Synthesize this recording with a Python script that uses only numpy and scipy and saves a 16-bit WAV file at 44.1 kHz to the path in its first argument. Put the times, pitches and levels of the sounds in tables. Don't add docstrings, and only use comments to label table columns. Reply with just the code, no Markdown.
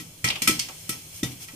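import sys
import numpy as np
from scipy import signal
from scipy.fft import rfft, irfft, next_fast_len
from scipy.io import wavfile
from scipy.ndimage import uniform_filter1d

SR = 44100
rng = np.random.default_rng(int(sys.argv[2]) if len(sys.argv) > 2 else 0)


def to_wav(s):
    ch = np.atleast_2d(s).T
    pcm = np.round(np.clip(ch, -1, 1) * 32767)
    wavfile.write(sys.argv[1], SR, pcm.astype(np.int16))


N = 68355
T = np.arange(int(.8 * SR)) / SR


def amp(db):
    return 10 ** (np.asarray(db) / 20)


def unit(x):
    return x / np.sqrt(np.mean(x ** 2) + 1e-20)


def along(points, hz):
    freqs, values = np.transpose(points)
    return np.interp(np.log(hz + 1), np.log(freqs + 1), values)


def rise(attack_s):
    return 1 - np.exp(-T / attack_s)


def fade(t, t60_s):
    return np.exp(-np.log(1000) * np.maximum(t, 0) / t60_s)


def coloured(x, db_of_hz):
    n = x.shape[-1]
    padded = next_fast_len(n + 8192)
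    gain = amp(db_of_hz(np.fft.rfftfreq(padded, 1 / SR)))
    return irfft(rfft(x, padded) * gain, padded)[..., :n]


def noise(db_of_hz, size):
    return unit(coloured(rng.standard_normal((2, size)), db_of_hz))


def narrowed(pair, side):
    return np.array([pair[0] + side * pair[1], pair[0] - side * pair[1]]) / np.hypot(1, side)


def hump(hz, centre_hz, octaves, skirt_db):
    distance = np.log2((hz + 1) / centre_hz) / (2 * octaves)
    return skirt_db * (1 - 1 / (1 + distance ** 2))


def add(out, start_s, sound):
    i = round(start_s * SR)
    part = sound[:, max(-i, 0):N - i]
    out[:, max(i, 0):max(i, 0) + part.shape[1]] += part


def tail(colour, decay):
    hz, t, spectrum = signal.stft(noise(colour, len(T)), SR, nperseg=256)
    spectrum = spectrum * fade(t, along(decay, hz)[:, None])
    return signal.istft(spectrum, SR, nperseg=256)[1][:, :len(T)]


def ring(modes, spread, attack_s, weight_db=lambda hz: 0):
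    hz, db, t60_s = np.transpose(modes)[:, :, None]
    level, apart, start = rng.standard_normal((3, len(hz), 1))
    phase = 2 * np.pi * (hz * T + start)
    envelope = amp(db + weight_db(hz) + 2 * level) * fade(T, t60_s)
    lag = spread * np.tanh(2 * apart)
    pair = np.array([(envelope * np.sin(phase + side * lag)).sum(0) for side in (1, -1)])
    return pair * rise(attack_s)


# freq_hz, t60_s
POT_REVERB = [(300, 0.098), (2500, 0.37), (7000, 0.17), (15000, 0.25)]
KITCHEN_REVERB = [(300, 1), (2500, 0.47), (7000, 0.41), (15000, 0.18)]

def burst(colour, attack_s, hold_s, t60_s, pot_db, room_db):
    flutter_db = 3 * unit(uniform_filter1d(rng.standard_normal((2, len(T))), size=14))
    snap = noise(colour, len(T)) * unit(amp(flutter_db)) * fade(T - hold_s, t60_s)
    echoes = amp(pot_db) * tail(colour, POT_REVERB) + amp(room_db) * tail(colour, KITCHEN_REVERB)
    return narrowed(snap + echoes, side=1.0) * rise(attack_s)


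STEEL_HZ = [1313, 1936, 2060, 2385, 2544, 2749, 2968, 3197, 4313, 4458, 5055, 5139, 5376, 5429, 5793, 6485,
            6792, 7811, 8615, 1050]
STEEL_DB = [-3, -0.5, -8, -1.5, -8.5, -10.5, -14, -4.5, -29, -12, -19, -24, -5.5, -5, -13, -16, -23, -17,
            -13, -16]

def pot_modes():
    return [(hz, db, 0.19 * (hz / STEEL_HZ[0]) ** -0.37) for hz, db in zip(STEEL_HZ, STEEL_DB)]


# freq_hz, level_db
CRACK_SPECTRUM = [(60, -53), (300, -8.5), (700, -7), (1600, -9), (2200, 2.5), (3200, 1), (3900, -2.5),
                  (5500, 3), (7000, -0.5), (8600, 1), (9800, -4.5), (11000, -1.5), (14200, -8.5),
                  (15500, -15)]
# pitch_hz, level_db, t60_s
LID_MODES = [(1944, -3, .13), (2440, -8, .13), (3221, -11, .2), (3588, 0, .12), (3786, -10, .15),
             (6040, -9, .12), (6783, -12, .13)]
# start_s, crack_db, tilt_db_per_octave, clack_db, pot_db, lid_db, left_over_right_db
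HULL_POPS = [(-.035, -27.5, 3, -0.5, -31.5, -28.5, 0.5), (0.2426, -20, -1.5, 4.5, -22.5, -33.5, -1),
             (0.4189, -21, 1, 0, -34.5, -39, 0.5), (.4742, -13.5, 0.57, -0.5, -18.5, -25, 0),
             (.8920, -24.5, 2.9, 1.5, -36.5, -39, 0.5), (1.231, -27, 0.5, 3, -40.5, -27.5, 1)]

def pops():
    cracks, ringing = np.zeros((2, 2, N))
    clack_hz, clack_octaves, pivot_hz = 2030, 0.31, 4500
    for start_s, crack_db, tilt, clack_db, pot_db, lid_db, pan_db in HULL_POPS:
        def colour(hz):
            clack = clack_db * np.exp(-.5 * (np.log2((hz + 1) / clack_hz) / clack_octaves) ** 2)
            treble = tilt * np.log2(np.maximum(hz, pivot_hz / 4) / pivot_hz)
            return along(CRACK_SPECTRUM, hz) + clack + treble

        crack = burst(colour, attack_s=0.00065, hold_s=.004, t60_s=0.019, pot_db=-2.5, room_db=-10.5)
        pot = amp(pot_db) * ring(pot_modes(), spread=1.0, attack_s=0.00043)
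        pot *= amp([[1.0], [-1.0]])
        lid = amp(lid_db) * ring(LID_MODES, spread=0.84, attack_s=0.0011)
        pan = amp([[pan_db / 2], [-pan_db / 2]])
        add(cracks, start_s, amp(crack_db) * crack * pan)
        add(ringing, start_s, (pot + lid) * pan)
    return cracks, ringing


# pitch_hz, level_db, t60_s
AIR_MODES = [(88, -37, .2), (125, -16.5, 0.43), (172.3, -18.5, 0.27), (207, -30, 0.26),
             (244.5, -25.5, 0.49), (282, -14, 0.05), (305.7, -15, 0.23), (335, -24.5, 0.15),
             (457, -23, 0.22), (560.5, -25.5, 0.13)]
# freq_hz, level_db
BOOM_SPECTRUM = [(20, -33), (60, -7.5), (120, -3), (300, 1), (420, -20.5), (800, -17.5), (2000, -33)]
# peak_s, push_db, pitch_hz, boom_db
STARCH_THUMPS = [(-.015, -22, 260, -26), (0.2472, -24, 129.4, -19.5), (0.4216, -31, 204, -27.5),
                 (.4820, -20, 247, -19.5), (0.4962, -15, 262, -16.5), (0.8962, -25.5, 228, -26.5),
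                 (1.2329, -15, 244, -16.5), (1.536, -45, 258, -34.5)]

def thumps():
    out = np.zeros((2, N))
    t = np.arange(N) / SR
    push_cycles = 0.47
    for peak_s, push_db, pitch_hz, boom_db in STARCH_THUMPS:
        cycles = (t - peak_s) * pitch_hz
        out -= amp(push_db) * np.cos(2 * np.pi * cycles) * np.exp(-.5 * (cycles / push_cycles) ** 2)
        wash = narrowed(noise(lambda hz: along(BOOM_SPECTRUM, hz), len(T)), side=0.31)
        wash *= fade(T, t60_s=0.41) * rise(0.0013)
        boom = ring(AIR_MODES, spread=.13, attack_s=0.0011) + amp(-16) * wash
        add(out, peak_s, amp(boom_db) * boom)
    return out


# freq_hz, level_db
SIZZLE_SPECTRUM = [(150, -15), (500, -2.5), (900, -2.5), (1600, -7.5), (2300, 3.5), (3200, 1.5),
                   (4100, -1.5), (5500, 1), (8700, 0.5), (10500, -0.5), (14500, -1.5), (16000, -12)]
# peak_s, width_s, level_db, centre_hz
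STEAM_SPURTS = [(0.754, 0.35, -45.5, 6000), (1.17, 0.034, -41.5, 6950), (1.322, 0.01, -43, 4500),
                (1.429, 0.019, -38.5, 4360)]

def oil():
    t = np.arange(N) / SR
    spits_per_s, rise_db_per_s = 1600, 1.95
    colour = lambda hz: along(SIZZLE_SPECTRUM, hz)
    spits = (rng.random(N) < spits_per_s / SR) * rng.random(N)
    spit_level = signal.fftconvolve(spits, fade(T, t60_s=0.035))[:N]
    out = amp(-48.5) * noise(colour, N) + amp(-54) * unit(spit_level * noise(colour, N))
    out *= amp(rise_db_per_s * (t - t.mean()))
    for peak_s, width_s, level_db, centre_hz in STEAM_SPURTS:
        steam = noise(lambda hz: colour(hz) + hump(hz, centre_hz, octaves=2.5, skirt_db=-29), N)
        out += amp(level_db) * np.exp(-.5 * ((t - peak_s) / width_s) ** 2) * steam
    return narrowed(out, side=0.95)


def wall_echoes(x):
    echo_share = .45
    highpass = signal.butter(2, 2320, 'high', fs=SR, output='sos')
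    response = signal.sosfilt(highpass, rng.standard_normal((2, len(T))))
    response *= fade(T, t60_s=.028) * rise(0.0006)
    response /= np.linalg.norm(response, axis=1, keepdims=True)
    echoes = signal.fftconvolve(x, response, axes=1)[:, :N]
    return np.sqrt(1 - echo_share) * x + np.sqrt(echo_share) * echoes


# freq_hz, level_db
RUMBLE_SPECTRUM = [(20, -10), (45, -21), (75, -4), (100, -0.5), (122, 0), (143, -3.5), (166, 4.5),
                   (195, -18.5), (300, -11.5), (450, -17), (900, -26), (3000, -49)]

def stove():
    return amp(-51.5) * narrowed(noise(lambda hz: along(RUMBLE_SPECTRUM, hz), N), side=0.071)


# freq_hz, level_db
KNOCK_SPECTRUM = [(40, -5), (120, -8), (300, -3), (500, -0.5), (850, 3), (1200, -1), (2200, -14),
                  (6000, -45)]
# start_s, snap_db, centre_hz, width_octaves, ring_db, knock_db
KERNEL_TICKS = [(0.275, -26, 2930, 0.86, -28.5, -39), (0.285, -24.5, 4500, 0.32, -34, -44),
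                (0.3018, -21, 2970, 0.33, -24, -37), (.3560, -28, 3020, 0.36, -32.5, -41),
                (0.686, -36.5, 1320, 2.2, -45, -41.5), (0.925, -51, 4170, 0.76, -35, -49),
                (1.4840, -43.5, 2000, 2.2, -44, -54.5)]

def ticks():
    out = np.zeros((2, N))
    for start_s, snap_db, centre_hz, octaves, ring_db, knock_db in KERNEL_TICKS:
        contact = lambda hz: hump(hz, centre_hz, octaves, skirt_db=-24)
        colour = lambda hz: along(CRACK_SPECTRUM, hz) + contact(hz)
        snap = burst(colour, attack_s=0.00044, hold_s=0.0049, t60_s=0.041, pot_db=-9.5, room_db=-21)
        tink = ring(pot_modes(), spread=0.9, attack_s=0.00055, weight_db=contact) * fade(T, t60_s=1.0)
        knock = narrowed(noise(lambda hz: along(KNOCK_SPECTRUM, hz), len(T)), side=0.5)
        knock *= fade(T, t60_s=0.21) * rise(0.0031)
        add(out, start_s, amp(snap_db) * snap + amp(ring_db) * tink + amp(knock_db) * knock)
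    return out


# pitch_hz, level_db, t60_s
RIM_MODES = [(2200, -8, .1), (3204, -6, .2), (4456, -2, .19), (5139, -3, .2), (5440, -5, .17),
             (5900, -5, .19), (6288, -4, .14), (6792, -5, .13), (8615, -5, .13)]
# start_s, snap_db, ring_db
RIM_CLINKS = [(0.5922, -22, -27)]

def clinks():
    out = np.zeros((2, N))
    colour = lambda hz: along(CRACK_SPECTRUM, hz) + hump(hz, centre_hz=4950, octaves=0.84, skirt_db=-14)
    for start_s, snap_db, ring_db in RIM_CLINKS:
        snap = burst(colour, attack_s=0.0011, hold_s=0.0058, t60_s=0.036, pot_db=-4.5, room_db=-12.5)
        rim = ring(RIM_MODES, spread=.7, attack_s=0.00079)
        add(out, start_s, amp(snap_db) * snap + amp(ring_db) * rim)
    return out


def scene():
    cracks, ringing = pops()
    return wall_echoes(cracks + oil()) + ringing + thumps() + ticks() + clinks() + stove()


def record(dry):
    top_hz = 15350
    return coloured(dry, lambda hz: -np.clip((hz - top_hz) / 10, 0, 120))


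dry = scene()
out = record(dry)
to_wav(out)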